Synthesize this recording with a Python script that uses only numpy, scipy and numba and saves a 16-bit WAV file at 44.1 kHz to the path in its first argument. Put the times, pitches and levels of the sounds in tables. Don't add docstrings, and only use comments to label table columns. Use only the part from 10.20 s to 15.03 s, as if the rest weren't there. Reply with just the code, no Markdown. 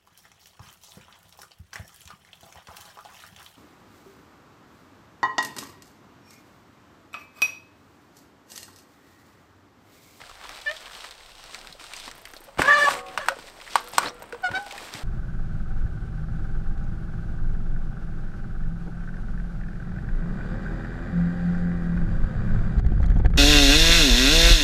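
import sys
import numpy as np
from scipy import signal
from scipy.fft import rfft, irfft
from scipy.io import wavfile
from scipy.ndimage import uniform_filter1d
from numba import njit

SR = 44100
rng = np.random.default_rng(int(sys.argv[2]) if len(sys.argv) > 2 else 0)


def wav_record(signal):
    frames = np.transpose(np.atleast_2d(signal))
    bounded = np.clip(frames, -1, 1)
    quanta = np.round(bounded * 32767).astype(np.int16)
    wavfile.write(sys.argv[1], SR, quanta)


def level_to_linear(level):
    exponent = np.asarray(level, float) / 20
    return 10 ** exponent


N = 213175
TIME = np.arange(N) / SR


def level(x, db):
    return x * level_to_linear(db) / np.sqrt(np.mean(x ** 2))


@njit
def svf(x, hz, width):
    y, b, l = np.empty(len(x)), 0., 0.
    g, k = np.tan(np.pi * hz / SR), width / hz
    for i in range(len(x)):
        v = (b + g * (x[i] - l)) / (1 + g * (g + k))
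        b, l, y[i] = 2 * v - b, l + 2 * g * v, k * v
    return y


def band(x, hz, width):
    return svf(x, float(np.clip(hz, 15, .45 * SR)), float(max(width, 1)))


def band_twice(x, hz, width):
    return band(band(x, hz, width), hz, width)


def walk(rate, count=N):
    hold = int(SR / rate)
    steps = np.repeat(rng.standard_normal(count // hold + 1), hold)
    return 1.57 * uniform_filter1d(uniform_filter1d(steps, hold), hold)[:count]


def decay(t, t60):
    return np.exp(-np.log(1000) * t / t60)


def add(out, s, x):
    i = int(s * SR)
    out[i:i + len(x)] += x[:N - i]


def burst(t60, db, *bands, rise=.0006, blow=0., contact=1e-5):
    t = TIME[:int(SR * min(.2, 1.2 * t60 + .06))]
    push = rng.standard_normal(SR // 5)[:len(t)] * decay(t, max(t60, .002))
    push *= np.minimum(t / max(rise, 1e-4), 1)
    push += blow * np.exp(-((t - rise) / max(contact, 1e-5)) ** 2)
    push = np.convolve(push, signal.windows.hann(int(2 * contact * SR) + 3), "same")
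    y = 0
    for k, (hz, width, gain_db) in enumerate(bands):
        y = y + (-1) ** k * level_to_linear(gain_db) * band(push, hz, width) / np.sqrt(width)
    return y * level_to_linear(db) / np.abs(y).max()


# pitch in Hz, level in dB per Hz.
WOOD_TONE = [(12, -29), (20, 20.5), (43, 9), (198, -7.5), (310, -13), (607, 4.5), (1570, -8.5), (3840, -25),
             (6720, -53), (8180, -9), (10500, -56), (13500, -51), (16000, -18)]


def wood():
    out, (f, g) = 0, np.transpose(WOOD_TONE)
    for hz in 22 * 2 ** np.arange(0, 9.6, .5):
        gust = np.clip(3.5 - np.log2(hz / 22), 1, 4) * 0.5 * walk(2.23)
        db = np.interp(np.log(hz), np.log(f), g) + gust
        out = out + level_to_linear(db) * band_twice(rng.standard_normal(N), hz, 0.43 * hz)
    return level(out, -54)


def grit(rate):
    size = level_to_linear(2.7 * np.minimum(rng.exponential(size=N), 3.6)) * rng.standard_normal(N)
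    return level(size * (rng.random(N) < rate / SR), 0)


# time in seconds, load on the grit in dB, coarseness in dB.
ROLLING = [(0, -48.5, 2), (.142, -51, -1.5), (.286, -49.5, 5.5), (.5, -47, -3.5), (.86, -51, 4),
           (.99, -53.5, -2), (1.3, -50, -3), (1.47, -50.5, 0.5), (1.56, -55, -3), (1.96, -53, 0),
           (2.36, -58, 1.5), (2.8, -59.5, 8), (2.95, -49, 2), (3.3, -53, 0), (3.7, -48, 0),
           (4.1, -67.5, 15), (4.45, -48.5, -2.5), (4.83, -45.5, 2)]
# start in seconds, length in seconds, level in
# dB, coarseness in dB.
TREAD_SKIDS = [(0.228, 0.14, -61, -18), (.7, 0.16, -49.5, -7), (1.3, 0.2, -56, -5), (2.462, 0.3, -51, 13.5),
               (4.13, 0.019, -63, 5), (3.254, 0.03, -50, -3), (2.381, 0.026, -37, 13.5),
               (2.44, 0.075, -45, 16), (2.565, .16, -35.5, 2), (2.76, 0.017, -43, 7.5),
               (1.587, 0.3, -46.5, -3), (3.408, 0.13, -49, -2), (3.493, 0.076, -46, -8),
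               (3.72, 0.13, -42, -1.5), (3.77, 0.099, -51.5, 19.5), (4.303, 0.055, -61, 23.5),
               (4.538, 0.14, -45, 4), (4.718, 0.042, -39, -2.5)]
# pitch in Hz, width in Hz, grains per second.
GRAIN_SIZES = [(363, 620, 1800), (1120, 1260, 700), (3420, 2250, 1100), (7400, 2400, 3900),
               (12800, 5000, 4600)]
# level in dB, share of the coarseness.
SIZE_LEVELS = [(-8, 1.4), (-0.9, 0.79), (-2.74, -0.83), (-12, 0.29), (-15.5, 0.43)]
SKID_SIZE_DB = [-5.5, 0.5, -1.2, 4, -1]


def tyres():
    s, load_db, coarse_db = np.transpose(ROLLING)
    common, bumps, out = grit(700), 1.1 * walk(35), 0
    near_db = 5 * np.tanh((TIME - 1.15) / 0.13)
    skid_rise_s, skid_fall_s = 0.013, 0.051
    for k, ((size_db, share), (hz, width, rate)) in enumerate(zip(SIZE_LEVELS, GRAIN_SIZES)):
        grains = grit(rate) + 0.46 * common + 0.83 * rng.standard_normal(N)
        tone = band_twice(grains, hz, 1.96 * width)
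        force = level_to_linear(np.interp(TIME, s, load_db + share * coarse_db) + near_db * (k == 0))
        for start, length, db, rough_db in TREAD_SKIDS:
            rise, fall = (TIME - start) / skid_rise_s, (start + length - TIME) / skid_fall_s + 1
            shape = np.clip(np.minimum(rise, fall), 0, 1)
            force = np.hypot(force, shape * level_to_linear(db + share * rough_db + SKID_SIZE_DB[k]))
        out = out + level(tone, size_db) * force * level_to_linear(bumps + .9 * walk(18))
    return out


# start in seconds, peak in dB, pitch in Hz.
GRIT_CHIPS = [(0.004, -31, 1180), (0.016, -27, 2150), (0.037, -30, 1610), (0.113, -28, 1144),
              (0.17, -37, 1480), (0.184, -40, 3500), (0.252, -25, 1010), (0.271, -28, 3110),
              (0.325, -32, 1530), (0.349, -26, 3630), (0.359, -29, 3100), (0.388, -25, 3180),
              (0.496, -21, 1860), (0.625, -39, 2960), (0.698, -29, 1750), (0.733, -33, 3500),
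              (0.75, -25, 3160), (0.854, -29, 1130), (0.87, -32, 3490), (0.888, -30, 3270),
              (0.923, -29, 3750), (0.979, -34, 4200), (1.008, -34, 1880), (1.094, -38, 966),
              (1.118, -32, 3000), (1.152, -31, 3990), (1.195, -37, 1100), (1.267, -34, 1280),
              (1.389, -24.5, 4810), (1.447, -29, 1450), (1.61, -30.5, 1150), (1.725, -32, 2600),
              (1.818, -27, 2850), (1.899, -38, 2560), (2.073, -27, 1390), (3.285, -30, 2050),
              (3.314, -42, 918), (3.401, -30, 1990), (3.413, -26, 2460), (3.445, -33, 2570),
              (3.465, -29, 2030), (4.605, -27, 991), (4.69, -28, 1800), (4.754, -25, 2050)]


def chips():
    out = np.zeros(N)
    for s, db, hz in GRIT_CHIPS:
        add(out, s, burst(0.015, db - 6, (hz, 0.27 * hz, 0), blow=1.4))
        snap = burst(.004, db - 13.5, (3400, 3600, 0), (9000, 6000, -14), rise=0.00019, blow=13.0)
        add(out, s, snap)
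    return out


# start in seconds, peak in dB, pitch in Hz, sharpness in dB.
LEDGE_STONES = [(0.096, -28.5, 1130, -5), (0.238, -32, 1440, -3), (0.293, -32.5, 1130, 8.5),
                (0.414, -27.5, 3320, -18), (0.513, -23, 1980, 0), (0.541, -35, 1206, 0),
                (0.565, -25.5, 3450, -12), (0.657, -27, 3070, -18), (0.71, -30.5, 1230, -15),
                (0.806, -26.5, 3360, -10), (0.842, -26, 1160, -3), (0.909, -27.5, 3780, -11),
                (1.061, -33.5, 3400, -1), (1.24, -37, 1325, 8.5), (1.295, -31.5, 1120, -14),
                (1.346, -26, 1820, 6.5), (1.414, -44, 2830, 16), (1.472, -31.5, 1560, 5),
                (1.525, -28.5, 4100, -19), (1.596, -31, 2550, -11), (1.641, -31, 1280, 3.5),
                (1.736, -25, 2560, 5), (1.764, -25, 5200, -8), (1.8, -25.5, 3630, 0),
                (1.858, -26.5, 4470, -11), (1.878, -24, 1050, -16), (1.914, -29, 1560, 5.5),
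                (2.054, -25.5, 2050, -0.5), (2.136, -28, 1430, -5), (2.165, -27, 4000, -14)]
# start in seconds, peak in dB, pitch in Hz, sharpness in dB.
LOWER_STONES = [(2.286, -34.5, 966, -28), (2.764, -24, 1110, -19), (2.864, -30.5, 2550, -11),
                (2.884, -31, 2740, -8), (2.79, -27.5, 2220, -6), (3.059, -25, 1450, -18),
                (3.119, -22, 640, -26.5), (3.271, -39, 2420, 6), (3.299, -41, 614, 5),
                (3.476, -28.5, 1900, -20.5), (3.675, -36.5, 1400, 9), (3.809, -28, 1300, -2.5),
                (3.82, -25, 2570, -9), (3.83, -19, 1290, -9.5), (3.835, -26, 1510, -16),
                (3.842, -30, 2400, -8), (3.847, -40, 1900, -6), (4.464, -28.5, 774, -1),
                (4.509, -25.5, 2640, -9), (4.524, -30.5, 800, 7), (4.579, -26, 2100, -1),
                (4.739, -26.5, 2010, 7)]


def stones():
    out = np.zeros(N)
    for table, t60, gain_db in ((LEDGE_STONES, 0.043, -4), (LOWER_STONES, 0.056, -2.1)):
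        for s, db, hz, sharp_db in table:
            add(out, s, burst(t60, db + gain_db, (hz, 0.27 * hz, 0), blow=7.9))
            snap_db = db + 1.5 + sharp_db
            add(out, s, burst(.004, snap_db, (3500, 3500, 0), (9000, 6000, -18), rise=0.00017, blow=5.6))
    return out


# start in seconds, peak in dB, pitch in Hz, time to die by 60 dB in seconds.
PEBBLE = [
    (3.857, -23.5, 3950, 0.021),
    (3.87, -30, 4300, 0.05),
    (3.875, -28, 4400, 0.031),
    (3.883, -32, 5400, 0.046),
    (3.89, -37, 5840, 0.06),
    (3.893, -49.5, 7840, .03),
    (3.893, -39, 3770, 0.035),
]


def pebble():
    out = np.zeros(N)
    for s, db, hz, t60 in PEBBLE:
        add(out, s, burst(t60, db, (hz, 0.042 * hz, 0), rise=0.0011))
    return out


# start in seconds, peak in dB, pitch in Hz.
MORE_PAWL_TICKS = [(3.0624, -36, 9100), (3.943, -42, 8740), (3.9938, -45, 12400), (4.0033, -46, 12700),
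                   (4.027, -32, 13000), (4.0582, -47, 8670), (4.0886, -48, 9530), (4.0954, -44, 8500),
                   (4.2213, -41, 12700), (4.2344, -57, 8820), (4.3131, -50, 8790), (4.3321, -45, 8900),
                   (4.3929, -56, 8690), (4.426, -37, 8300), (4.4794, -45, 9100), (4.5704, -52, 8520),
                   (4.6074, -42, 8690)]


def more_pawls():
    out = np.zeros(N)
    for s, db, hz in MORE_PAWL_TICKS:
        add(out, s, burst(0.018, db - 2.5, (hz, 1500, 0), (13000, 5000, -1.5), (6000, 4000, -9)))
    return out


# start in seconds, peak in dB.
FREEHUB_TICKS = [(1.951, -43), (1.9767, -43), (2.014, -45), (2.053, -42), (2.0832, -43), (2.1116, -43),
                 (2.142, -44), (2.173, -47.5), (2.2039, -42), (2.239, -40), (3.6037, -40), (3.64, -40),
                 (3.683, -36), (3.7155, -36)]


def freehub():
    out = np.zeros(N)
    for s, db in FREEHUB_TICKS:
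        add(out, s, burst(0.057, db + 2.0, (8600, 1800, -7), (13200, 4500, 3), (4500, 4000, -12)))
    return out


# start in seconds, peak in dB, pitch in Hz.
SOFT_BUMPS = [(0.018, -51, 122), (1.368, -61, 528), (1.496, -50.5, 163), (1.549, -42, 570),
              (1.611, -46, 330), (1.874, -43.5, 256), (1.98, -55, 630), (2.135, -45, 314),
              (2.163, -40, 600), (2.204, -45, 369), (2.639, -22.5, 564), (3.165, -34.5, 505),
              (3.239, -42, 549), (3.366, -44, 748), (3.386, -43, 664), (3.799, -41, 583), (4.613, -40, 480)]
# start in seconds, peak in dB, pitch in Hz, time to die by 60 dB in seconds.
TYRE_THUMPS = [
    (2.386, -28, 67, 0.17),
    (2.394, -14.5, 254, 0.05),
    (4.302, -33.5, 108, 0.092),
    (4.746, -36.5, 124, 0.2),
]


def thumps():
    out = np.zeros(N)
    for s, db, hz, t60 in TYRE_THUMPS:
        add(out, s, burst(t60, db, (hz, .5 * hz, 0), rise=0.00287, blow=12, contact=0.001))
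    for s, db, hz in SOFT_BUMPS:
        add(out, s, burst(.05, db + 2.5, (hz, 0.18 * hz, 0), rise=0.0025, blow=4.1, contact=0.00027))
    return out


# start in seconds, peak in dB, pitch in Hz, thud in dB, crack in dB.
LANDING_BLOWS = [(2.373, -25.5, 668, -10, -12), (2.39, -9.5, 586, -20, -40.5),
                 (2.418, -0.5, 1640, -38, -13), (2.684, -8, 860, -34, -26), (2.701, -18, 1200, -30, -1),
                 (2.707, -11.5, 1880, -45, -6.5), (2.712, -25, 2300, -40, -15),
                 (2.735, -15, 1710, -42, -10), (2.739, -21.5, 555, -37, -2), (4.021, -25, 550, -25, -8),
                 (4.29, -22, 554, -26, -34), (4.313, -21.5, 1600, -11, -13), (4.736, -32, 2000, -6, 0)]
# start in seconds, peak in dB, pitch in Hz, thud in dB,
# crack in dB.
FRAME_KNOCKS = [(2.975, -5.5, 1185, -35, -14.5), (3.077, -27, 534, -33, -11.5),
                (3.084, -1, 1260, -52, -9.5), (3.187, -25.5, 330, -18, -11.5), (3.555, 0.5, 1080, -53, -10),
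                (3.734, -25.5, 666, -14, -2.5), (3.781, 0.5, 1110, -58, -1), (3.86, -17, 1390, -32, -24),
                (3.895, -47, 1390, -22, -16), (4.039, -31.5, 484, -39, -25), (4.124, -20.5, 1490, -34, -13),
                (4.145, -24, 525, -33, -31.5)]
# pitch in Hz, width in Hz, level in dB.
FRAME_TUBES = [(939, 115, -0.5), (1263, 14, -19), (1465, 57, -4), (2950, 720, 0), (800, 70, -16.5),
               (4080, 68, -53)]


def knocks():
    out = np.zeros(N)
    for table, t60 in ((LANDING_BLOWS, 0.051), (FRAME_KNOCKS, 0.045)):
        for s, db, hz, thud_db, crack_db in table:
            body = burst(0.49 * t60, db + 0.5, *FRAME_TUBES, (hz, 0.22 * hz, 0),
                         rise=0.00139, blow=1.83, contact=.00009)
            add(out, s, band(body, np.sqrt(1300 * hz), 1040))
            rattle = burst(1.5 * t60, db - 14.5, (1400, 1800, 0), (5000, 5000, -12))
            add(out, s, rattle)
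            thud = burst(4.3 * t60, db + thud_db, (90, 90, -3), (250, 200, 0), blow=2.2, contact=0.000063)
            add(out, s, thud)
            crack = burst(0.5 * t60, db + crack_db, (4200, 3500, 0), (8700, 1200, -1.5), (12500, 4000, -6),
                          rise=0.0017, blow=4.2)
            add(out, s, crack)
    rim_on_rock = burst(0.049, -1.6, (600, 500, 0), (2000, 900, -6), (290, 160, -3),
                        rise=0.001485, blow=3.7, contact=.00008)
    add(out, 2.3935, rim_on_rock)
    return out


ROTOR_NOTES_HZ = [478, 488, 549, 620, 754, 808, 840, 1098, 1190, 1233, 1375, 1485, 1575, 1815]
# start in seconds,
# damped at in seconds, level in dB, time to die by 60 dB in seconds.
ROTOR_RINGS = [
    [(4.13, 4.182, -30, 0.14)],
    [(2.74, 2.96, -36.5, 0.78), (3.58, 3.73, -47.5, 1.2), (3.87, 4.05, -46.5, 0.77)],
    [(2.28, 2.37, -40.5, 0.14), (2.69, 2.97, -34.5, 0.96), (3.1, 3.15, -36, 0.5), (3.27, 3.33, -52, 0.56),
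     (3.42, 3.5, -51, 0.55), (4.283, 4.307, -30.5, 0.57)],
    [(0.543, .7, -53, 0.99), (2.99, 3.0, -29, 0.29)],
    [(2.769, 2.964, -40, 1.1)],
    [(4.38, 4.445, -30.5, 0.38), (4.445, 4.515, -42.5, 1), (4.53, 4.59, -44, 0.49)],
    [(2.67, 2.704, -26, 0.3)],
    [(2.741, 2.975, -35, 0.8)],
    [(3.57, 3.72, -65, .6), (3.82, 3.94, -43, 0.81)],
    [(2.767, 2.96, -40.5, 0.52)],
    [(3.57, 3.72, -46, 0.76), (3.8, 4.02, -40, 0.71)],
    [(4.385, 4.515, -41.5, 0.67)],
    [(3.576, 3.7, -45, 0.46)],
    [(2.5, 2.526, -12, 0.17), (2.998, 3.004, -34, 0.09)],
]


def rotor():
    out = np.zeros(N)
    for hz, strikes in zip(ROTOR_NOTES_HZ, ROTOR_RINGS):
        for s, stop, db, t60 in strikes:
            t = np.arange(0, stop - s + 0.025, 1 / SR)
            shape = np.minimum(t / 0.0011, 1) * np.clip((t[-1] - t) / 0.042, 0, 1) * decay(t, t60)
            phase = 2 * np.pi * hz * np.cumsum(1 + 0.003 * walk(31.0, count=len(t))) / SR
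            add(out, s, level_to_linear(db + 2.2 * walk(30, count=len(t))) * shape * np.sin(phase))
    return out


# time in seconds, slips per second in Hz, level in dB,
# bite in dB added from the 3rd multiple up.
BRAKE_SQUEALS = [
    [(0.452, 576, -46, -11), (0.466, 594, -31, 4.5), (0.482, 584.4, -36.5, 14.5),
     (0.498, 605.4, -30.5, 0.5), (0.52, 630, -28.5, -9), (0.542, 673, -54, -4)],
    [(2.435, 500, -20, -11), (2.447, 499, -23, -10), (2.473, 557.8, -23, -4), (2.507, 580.6, -21.5, -4),
     (2.54, 587, -26.5, 7), (2.59, 582.2, -22, 1), (2.635, 586.5, -26.5, 6.5), (2.689, 558, -26.5, 3),
     (2.695, 566.7, -32, -5)],
    [(2.995, 575, -37, -2), (3.012, 565, -35, -4), (3.035, 558, -36, -3), (3.058, 553, -40, -5)],
    [(4.225, 774, -53, -9), (4.243, 744, -25, -5), (4.27, 717, -30.5, 0.5), (4.297, 726, -34, -16)],
    [(4.333, 744, -35, -27), (4.353, 747.5, -30.5, 6), (4.385, 778, -31, -1.5)],
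]
# share of pitch scatter, extra dB per upper multiple, chatter in seconds,
# 2nd multiple in dB, rasp in dB.
PAD_SLIP = [
    (0.002, -2.6, 0.00104, -13.5, -20),
    (0.002, -0.3, 0.06, -0.7, -11),
    (0.004, 0.2, 0.0015, 0.5, -8),
    (0.002, -0.45, .001, -1.8, -16),
    (0.002, -1.1, 0.0016, 1.9, -18),
]
# pitch in Hz, level in dB.
CALIPER_TONE = [(520, -9.5), (620, -5), (760, -0.5), (1150, -4), (1480, 4.5), (1760, -2), (2250, -10.5)]
# number of the multiple, level in dB.
UPPER_MULTIPLES = [(4, -3.5), (6, -6), (8, -13.5), (11, -17), (16, -25), (24, -73)]
# time in seconds, 2nd multiple in dB,
# 3rd multiple in dB.
MODE_TRADE = [(2.45, -5, 1.5), (2.49, 5.5, 8.5), (2.512, 6.5, 11), (2.545, 4, 6.5), (2.582, 5, -6),
              (2.626, -1, 5.5), (2.64, 0, 2), (2.654, 6, 5), (2.678, 13, -5)]


def brake():
    out, (f, g), trade = np.zeros(N), np.transpose(CALIPER_TONE), np.transpose(MODE_TRADE)
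    for table, (rough, slope_db, chatter, even_db, rasp_db) in zip(BRAKE_SQUEALS, PAD_SLIP):
        s, *cols = np.transpose(table)
        t = np.arange(s[0], s[-1], 1 / SR)
        n = len(t)
        hz, grip_db, bite_db = (np.interp(t, s, c) for c in cols)
        loose = t - t[0] < chatter
        tremble = rough * (1 + 2.4 * loose) * walk(89.6, count=n)
        phase = 2 * np.pi * np.cumsum(hz * (1 + tremble)) / SR
        edge = np.clip(np.minimum(t - t[0], t[-1] - t) / .008, 0, 1)
        edge = edge * level_to_linear(3.2 * loose * walk(160, count=n))
        rasp = band_twice(rng.standard_normal(n) * (1 + np.cos(phase)), 1180, 1700)
        add(out, s[0], level(rasp, rasp_db) * edge * level_to_linear(grip_db + 2.3 * walk(75.4, count=n)))
        for k in range(1, 21):
            if k < 4:
                db = grip_db + np.interp(np.log(k * hz), np.log(f), g)
                db = db + bite_db * (k == 3) + even_db * (k == 2)
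                if k > 1 and s[0] < trade[0, 0] < s[-1]:
                    db = db + np.interp(t, trade[0], trade[k - 1])
            else:
                upper_db = np.interp(k, *np.transpose(UPPER_MULTIPLES)) - 11
                db = grip_db + 0.94 * bite_db + upper_db + slope_db * (k - 5)
            flutter = (.4 + .33 * min(k, 8) + 100 * rough + 1.6 * (k == 1)) * walk(90, count=n)
            drift = 2 * np.pi * rng.random() + 1.3 * level_to_linear(rasp_db) * k * walk(117.1, count=n)
            add(out, s[0], np.sqrt(2) * edge * level_to_linear(db + flutter) * np.cos(k * phase + drift))
    return out


def scene():
    small_parts = chips() + stones() + pebble() + more_pawls() + freehub()
    bike = small_parts + thumps() + knocks() + rotor() + brake()
    t = TIME[:SR // 2]
    scatter = rng.standard_normal(len(t)) * decay(t, 0.25) * (t > .004)
    echo = signal.fftconvolve(bike, band(scatter, 1430, 4340) / np.sqrt(SR))[:N]
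    return (wood() + tyres() + bike + level_to_linear(3.5) * echo)[None]


def top_cut(x):
    return signal.sosfilt(signal.butter(12, 16790, fs=SR, output="sos"), x)


# pitch in Hz, level in dB.
MICROPHONE_TONE = [(20, -1), (5500, -0.5), (6800, -3.5), (8600, 2), (9600, -4), (11000, -3), (13000, -2),
                   (15700, -5), (16200, -28), (22000, -64)]


def record(dry):
    hz, db = np.transpose(MICROPHONE_TONE)
    colour = level_to_linear(np.interp(np.log(np.fft.rfftfreq(N, 1 / SR) + 1), np.log(hz), db))
    heard = irfft(rfft(dry) * colour, N)
    rounded = np.tanh(.7 * heard) / .7
    return top_cut(rounded)


dry = scene()
out = record(dry)
wav_record(out)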